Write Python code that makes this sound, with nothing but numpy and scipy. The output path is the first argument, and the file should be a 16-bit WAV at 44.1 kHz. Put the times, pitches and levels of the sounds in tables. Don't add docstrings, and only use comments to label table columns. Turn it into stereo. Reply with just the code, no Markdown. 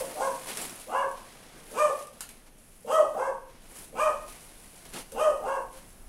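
import sys
import numpy as np
from scipy import signal
from scipy.fft import rfft, irfft
from scipy.io import wavfile
from scipy.ndimage import uniform_filter1d

SR = 44100
rng = np.random.default_rng(int(sys.argv[2]) if len(sys.argv) > 2 else 0)


def wav_record(signal):
    frames = np.transpose(np.atleast_2d(signal))
    bounded = np.clip(frames, -1, 1)
    quanta = np.round(bounded * 32767).astype(np.int16)
    wavfile.write(sys.argv[1], SR, quanta)


N = 268128
TIME = np.arange(N) / SR

# (frequency [Hz], relative density [dB])
ROOM_TONE_COLOUR = [(12, -27), (20, 11.5), (37, -9), (95, -7), (213, -7), (362, -14), (520, -13.5),
                    (1340, -20.5), (2620, -20.5), (3970, -27), (6560, -25), (7130, -30), (10500, -19),
                    (13200, -29), (15600, -58)]
# (frequency [Hz], time to fall 60 dB [s])
HALL_T60 = [(200, 0.86), (600, 0.42), (1200, 0.47), (3000, 0.41), (8000, 0.51), (15000, 0.1)]
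SMALL_ROOM_T60 = [(200, 0.17), (2000, 0.28), (8000, 0.14), (15000, 0.19)]
# (frequency [Hz], correlation [0-1], lead of the left [rad])
FAR_BEARING = [(250, 0.87, 0.05), (562, 0.66, 0.99), (603, 0.87, 1.07), (730, 1, 1.57), (1033, 0.98, 1.82),
               (1340, 0.8, 2.73), (1730, 0, 6.66), (3000, 0, 4.46), (8000, 0, 3.3)]
NEAR_BEARING = [(25, 0.54, 0.083), (60, 0.2, 0.023), (140, 0.66, 0.12), (407, 0.7, 0.064), (940, 0, 0.27),
                (3000, 0, 0.33)]

# (start [s], attack [s], hold [s], decay [s], relative satin level [dB], relative padding level [dB])
QUILT_STROKES = [(-.02, 0.012, 0.013, 0.02, -39, -41), (-.01, .01, 0.69, 0.36, -50, -48),
                 (0.454, 0.041, .015, 0.053, -45, -38.5), (0.569, 0.0073, 0.078, 0.022, -42.5, -41),
                 (1.13, 0.043, 0.41, 0.08, -65, -54), (1.521, .19, 0.29, .07, -54, -52.5),
                 (2.123, 0.011, 0.18, 0.12, -61.5, -58), (2.459, .012, 0.0077, 0.016, -67, -56.5),
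                 (2.56, 0.044, 0.62, 0.11, -62.5, -69), (3.459, .04, 0.17, 0.095, -72, -59.5),
                 (3.591, 0.18, 0.057, 0.085, -52.5, -53.5), (3.9, 0.13, 1, .2, -58, -57),
                 (4.259, 0.029, 0.011, .12, -51, -51), (4.849, .009, .008, 0.036, -68, -52),
                 (4.923, 0.021, 0.044, 0.034, -51.5, -42), (5.049, .1, 0.88, 0.066, -62.5, -70),
                 (5.701, .045, 0.032, 0.13, -58, -54)]
# (time [s], relative peak [dB], decay [s])
QUILT_TICKS = [(0.4783, -34, 0.0018), (0.5716, -22, 0.0025), (0.615, -16.5, 0.00077), (0.6533, -31, 0.0022),
               (0.8244, -49, 0.002), (1.113, -37.5, 0.0019), (2.0247, -32.5, 0.0014), (2.2069, -21, 0.0027),
               (2.2905, -29.5, 0.0018), (4.8533, -35, 0.0012), (4.936, -30.5, 0.0023), (4.967, -39, 0.0026),
               (5.1197, -32, 0.0018)]
# (time [s], level [dB])
DRAUGHT_LEVEL = [(0, -60.5), (3.1, -59.5), (3.5, -57), (4.1, -54.5), (5.7, -50.5), (6.08, -46.5)]
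# (frequency [Hz], relative density [dB])
SATIN_COLOUR = [(2350, -89), (4000, -8), (5750, -2), (6370, -2.5), (6820, 1), (7470, 1.5), (10200, 9.5),
                (11300, 6), (13000, -4.5), (15600, -7)]
PADDING_COLOUR = [(71, -46), (120, -28), (243, -9), (291, -35), (410, -2), (588, -4.5), (656, 0.5),
                  (1350, -7.5), (2200, -3), (4370, -7.5), (9000, -14), (11700, -66), (19800, -120)]
FLAP_COLOUR = [(70, -26), (140, 5), (250, 7.5), (500, 2), (1500, 0), (3000, -23)]
DRAUGHT_COLOUR = [(15, -6), (27, 2.5), (45, -10), (80, -16), (200, -43.5)]
TICK_COLOUR = [(120, -65), (200, -40), (327, -26), (535, -10), (1170, -10), (1480, -1), (1600, -5.5),
               (3490, -5.5), (4510, -7.5), (10200, 0.5), (15600, -22)]

# (start [s], length [s], top pitch [Hz],
# hoarseness [about 0-1], throat [dB], mouth [dB], rasp [dB], hiss [dB], lip resonance [Hz])
BARKS = [(-.115, 0.15, 547.7, 0.9, -27, -33.5, -58, -43, 2760),
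         (0.147, 0.16, 548, 0.95, -28, -23, -62, -45, 2840),
         (0.867, 0.2, 568.6, 0.84, -28.5, -19, -49.5, -53.5, 2770),
         (1.713, 0.19, 609.8, 0.07, -21, -18, -41.5, -42.5, 2407),
         (2.844, 0.19, 641.4, 0.08, -16, -17, -45.5, -44, 3150),
         (3.115, .2, 543, 1.03, -28, -23.5, -60, -53.5, 2664),
         (3.925, .19, 622.9, .25, -23, -17.5, -39.5, -44.5, 2387),
         (5.12, 0.2, 623.8, 0.21, -19, -20, -44, -45.5, 2806),
         (5.392, .21, 557, 0.97, -28.5, -24.5, -53.5, -54, 2735)]
# (share of length [0-1], pitch [ratio to top],
# roughness [0-1], throat [dB], mouth [dB], rasp and hiss [dB], jaw resonance [Hz])
RINGING_COURSE = [(0, .78, .2, -24.5, -65, -35, 500.7), (.18, .69, 0.42, -26, -18.5, -8, 750),
                  (.3, .8, 0.57, -10, -16, -0.5, 953), (.4, .975, 0.03, -12.5, -1.5, 6, 1161),
                  (0.572, 1.01, 0.04, -5, -2.5, 1.5, 1243), (.75, .97, 0.2, -1, -3.5, -9, 1146),
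                  (.92, .91, 0.35, -8, -46, -5.5, 1000), (1, .85, .6, -7.5, -43, -29, 852.6)]
HOARSE_COURSE = [(0, .62, 0.895, -12, -42, -26, 559.5), (.16, .7, 1, -7, -14.5, -16, 720),
                 (0.299, .82, 0.757, -10.5, -8.5, 1, 821.6), (.43, .97, 0.34, -0.5, -4, 2.5, 920),
                 (.64, 1.01, 0.21, -14, -8.5, 1, 1042), (0.801, .98, 0.52, -3, -4.5, 0, 988.6),
                 (.92, .94, 0.738, -8, -18, -28, 920), (0.999, .92, 0.794, -10.5, -37, -16, 856.6)]
# (frequency [Hz], relative gain [dB])
WOOF_COLOUR = [(70, -43), (140, 0), (250, 14.5), (500, -2), (1000, -18)]
TRACT_COLOUR = [(250, -7), (400, -2), (580, 6), (850, 1.5), (1150, 2.5), (1280, 3.5), (1440, 0), (1680, -9),
                (1870, -14), (2100, -0.5)]
TEETH_COLOUR = [(2800, -2), (4000, -9.5), (4700, -1), (5200, -3.5), (6400, 2), (7400, -1.5), (8200, 5.5),
                (9500, 0.5), (11500, -3), (13000, -4), (15500, -43)]


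def from_db(db):
    return 10 ** (np.asarray(db) / 20)


def rms_one(x):
    return x / np.sqrt(np.mean(x ** 2) + 1e-20)


def evened(x):
    return x / np.sqrt(np.abs(uniform_filter1d(x ** 2, size=900)) + 1e-12)


def in_time(rows):
    times, *columns = np.transpose(rows)
    return [np.interp(TIME, times, column) for column in columns]


def at_hz(points, hz):
    known_hz, values = np.transpose(points)
    return np.interp(np.log(np.maximum(hz, 1)), np.log(known_hz), values)


def coloured(x, spectrum):
    return irfft(rfft(x) * from_db(at_hz(spectrum, np.fft.rfftfreq(N, 1 / SR))), N)


def band(x, low_hz, high_hz, order=2):
    edges_hz = [low_hz, min(high_hz, SR / 2 - 1)]
    return signal.sosfilt(signal.butter(order, edges_hz, "band", fs=SR, output="sos"), x)


def wobble(rate_hz):
    return rms_one(signal.sosfilt(signal.butter(2, rate_hz, fs=SR, output="sos"), rng.standard_normal(N)))


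def swell(start, attack_s, hold_s, decay_s):
    t = TIME - start
    return np.clip(t / attack_s, 0, 1) * np.exp(-np.clip((t - attack_s - hold_s) / decay_s, 0, 40))


def decaying(impulses, decay_s):
    return signal.lfilter([1], [1, -np.exp(-1 / (decay_s * SR))], impulses + 1e-18)


def spaced_pair(unrelated, bearing):
    mid, side = rfft(unrelated)
    size, bearing = unrelated.shape[1], np.array(bearing)
    hz = np.fft.rfftfreq(size, 1 / SR)
    alike = np.clip(at_hz(bearing[:, :2], hz), 0, 1)
    left_lead = at_hz(bearing[:, ::2], hz)
    left, right = np.sqrt(1 + alike) * mid + np.sqrt(1 - alike) * side * [[1], [-1]]
    return irfft([left, right * np.exp(-1j * left_lead)], size)


def near_noise(spectrum, grain_db=0):
    grains = rng.standard_normal((2, N)) * from_db(grain_db * np.clip(rng.standard_normal(N), -3, 3))
    return rms_one(coloured(spaced_pair(grains, NEAR_BEARING), spectrum))


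def room(x, t60s, bearing, early_db, early_s, size=40000):
    t, hz = np.arange(size) / SR, np.fft.rfftfreq(size, 1 / SR)
    white = rfft(rng.standard_normal((2, size)))
    centres_hz = np.geomspace(150, 15000, 8)
    echoes = 0
    for centre_hz, share in zip(centres_hz, np.eye(len(centres_hz))):
        part = irfft(white * at_hz(np.c_[centres_hz, share], hz), size)
        echoes = echoes + part * from_db(-60 * t / at_hz(t60s, centre_hz))
    response = rfft(echoes * (1 + from_db(early_db) * np.exp(-t / early_s)))
    response /= np.sqrt(uniform_filter1d(np.abs(response) ** 2, size=60))
    at_microphones = spaced_pair(irfft(response, size), bearing)[:, :size * 2 // 3]
    return signal.fftconvolve(x[None], at_microphones, axes=1)[:, :N]


def room_tone(level_db=-55):
    return from_db(level_db) * near_noise(ROOM_TONE_COLOUR)


def rubbing():
    return np.sqrt(sum(np.outer(from_db([satin_db, padding_db]), swell(*timing)) ** 2
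                       for *timing, satin_db, padding_db in QUILT_STROKES))


def crinkles(per_s=260):
    gives = (rng.random(N) < per_s / SR) * from_db(-4.5 - 3.3 * rng.random(N))
    return rms_one(2 + decaying(gives, decay_s=0.0036))


def quilt(sliding, rustling, flap_follows=0.94, average_stroke_db=-61, billow_db=-9):
    draught = from_db(in_time(DRAUGHT_LEVEL)[0] + 1.2 * wobble(3))
    swing = (rustling / from_db(average_stroke_db)) ** flap_follows
    flapping = swing * from_db(average_stroke_db + 2.5 * wobble(5.7))
    flapping = np.hypot(flapping, from_db(billow_db) * draught)
    hand = from_db(5 + 0.8 * wobble(4.8))
    satin = hand * sliding * near_noise(SATIN_COLOUR, grain_db=-3)
    padding = from_db(1) * rustling * near_noise(PADDING_COLOUR, grain_db=1.5)
    air = draught * near_noise(DRAUGHT_COLOUR) + from_db(-2) * flapping * near_noise(FLAP_COLOUR)
    catching = crinkles() * from_db(0.47 * wobble(60))
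    return (satin + padding) * catching + air


def crackles(sliding, per_s=16):
    catches = rng.random(N) < per_s / SR
    strength = from_db(7 + 3 * np.minimum(rng.exponential(1, N), 2.5))
    return decaying(sliding * catches * strength, decay_s=0.0022)


def ticks(sliding, trim_db=-5, room_db=1):
    envelope = crackles(sliding)
    for start, peak_db, decay_s in QUILT_TICKS:
        at = int(start * SR)
        envelope[at:] += from_db(peak_db + trim_db) * np.exp(-np.minimum(TIME[:N - at] / decay_s, 50))
    snaps = envelope * near_noise(TICK_COLOUR)
    echoes = room(snaps[0], SMALL_ROOM_T60, NEAR_BEARING, early_db=-22, early_s=0.045)
    return snaps + from_db(room_db) * echoes


def woofs(gain_db=-46.5):
    push = sum(swell(start, attack_s=0.026, hold_s=0, decay_s=0.021) for start, *_ in BARKS)
    return from_db(gain_db) * push * rms_one(coloured(rng.standard_normal(N), WOOF_COLOUR))


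def bark_gestures(edge_s=0.0048):
    shape, strengths = [], np.zeros((4, N))
    for start, length, top_hz, hoarse, throat_db, mouth_db, rasp_db, hiss_db, _ in BARKS:
        blend = np.clip(hoarse, 0, 1)
        course = (1 - blend) * np.array(RINGING_COURSE) + blend * np.array(HOARSE_COURSE)
        share, ratio, rough, throat, mouth, rasp, jaw_hz = course.T
        times = start + length * np.sort(share)
        shape += list(zip(times, top_hz * ratio, rough, jaw_hz))
        gate = np.clip(np.minimum(TIME - times[0], times[-1] - TIME) / edge_s + 1, 0, 1)
        levels = np.c_[times, throat + throat_db, mouth + mouth_db, rasp + rasp_db, rasp + hiss_db]
        strengths += gate * from_db(in_time(levels))
    return *in_time(shape), strengths


def larynx(pitch_hz, rough, jitter=0.0758, waver=0.01217, shimmer=0.66, subharmonic=0.18):
    beat_hz = pitch_hz * (1 + jitter * rough * wobble(220) + waver * wobble(60.7))
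    phase = 2 * np.pi * np.cumsum(beat_hz) / SR
    pulses = rms_one(sum(np.cos(k * phase) for k in range(1, 20)))
    unevenness = 1 + rough * (shimmer * wobble(285) + subharmonic * np.cos(phase / 2))
    breath = rough * (1 + 0.88 * np.cos(phase)) * rng.standard_normal(N)
    return pulses * unevenness + breath


def growl(resonance_hz, width_hz=150):
    phase = 2 * np.pi * np.cumsum(resonance_hz) / SR
    return wobble(width_hz / 2) * np.cos(phase) + wobble(width_hz / 2) * np.sin(phase)


def lips(source, width_hz=380):
    bark_now = np.searchsorted([start for start, *_ in BARKS[1:]], TIME)
    rasps = [band(source, hz - width_hz / 2, hz + width_hz / 2, order=1) for *_, hz in BARKS]
    return np.choose(bark_now, rasps)


def dog(growl_db=-1, snarl_db=-6, snarl_ratio=1.62, rasp_air=0.29, hiss_air=0.97):
    pitch_hz, rough, jaw_hz, strengths = bark_gestures()
    rough = np.clip(rough, 0, 1)
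    folds, air = larynx(pitch_hz, rough), rng.standard_normal(N)
    chaos = from_db(growl_db) * growl(jaw_hz) + from_db(snarl_db) * growl(snarl_ratio * jaw_hz)
    voice = coloured(folds + rough * chaos, TRACT_COLOUR)
    throat = evened(band(voice, 314, 701, order=4))
    mouth = evened(band(voice, 726, 1764, order=5))
    rasp = evened(band(lips(folds + rasp_air * air), 2285, 3140, order=4))
    hiss = rms_one(coloured(band(folds + hiss_air * air, 2130, SR / 2), TEETH_COLOUR))
    return np.sum(strengths * [throat, mouth, rasp, hiss], axis=0)


def scene():
    barking = room(dog() + woofs(), HALL_T60, FAR_BEARING, early_db=0.5, early_s=0.018)
    sliding, rustling = rubbing()
    return barking + quilt(sliding, rustling) + ticks(sliding) + room_tone()


def record(dry):
    return signal.sosfilt(signal.ellip(10, .2, 90, 15700, fs=SR, output="sos"), dry)


dry = scene()
out = record(dry)
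wav_record(out)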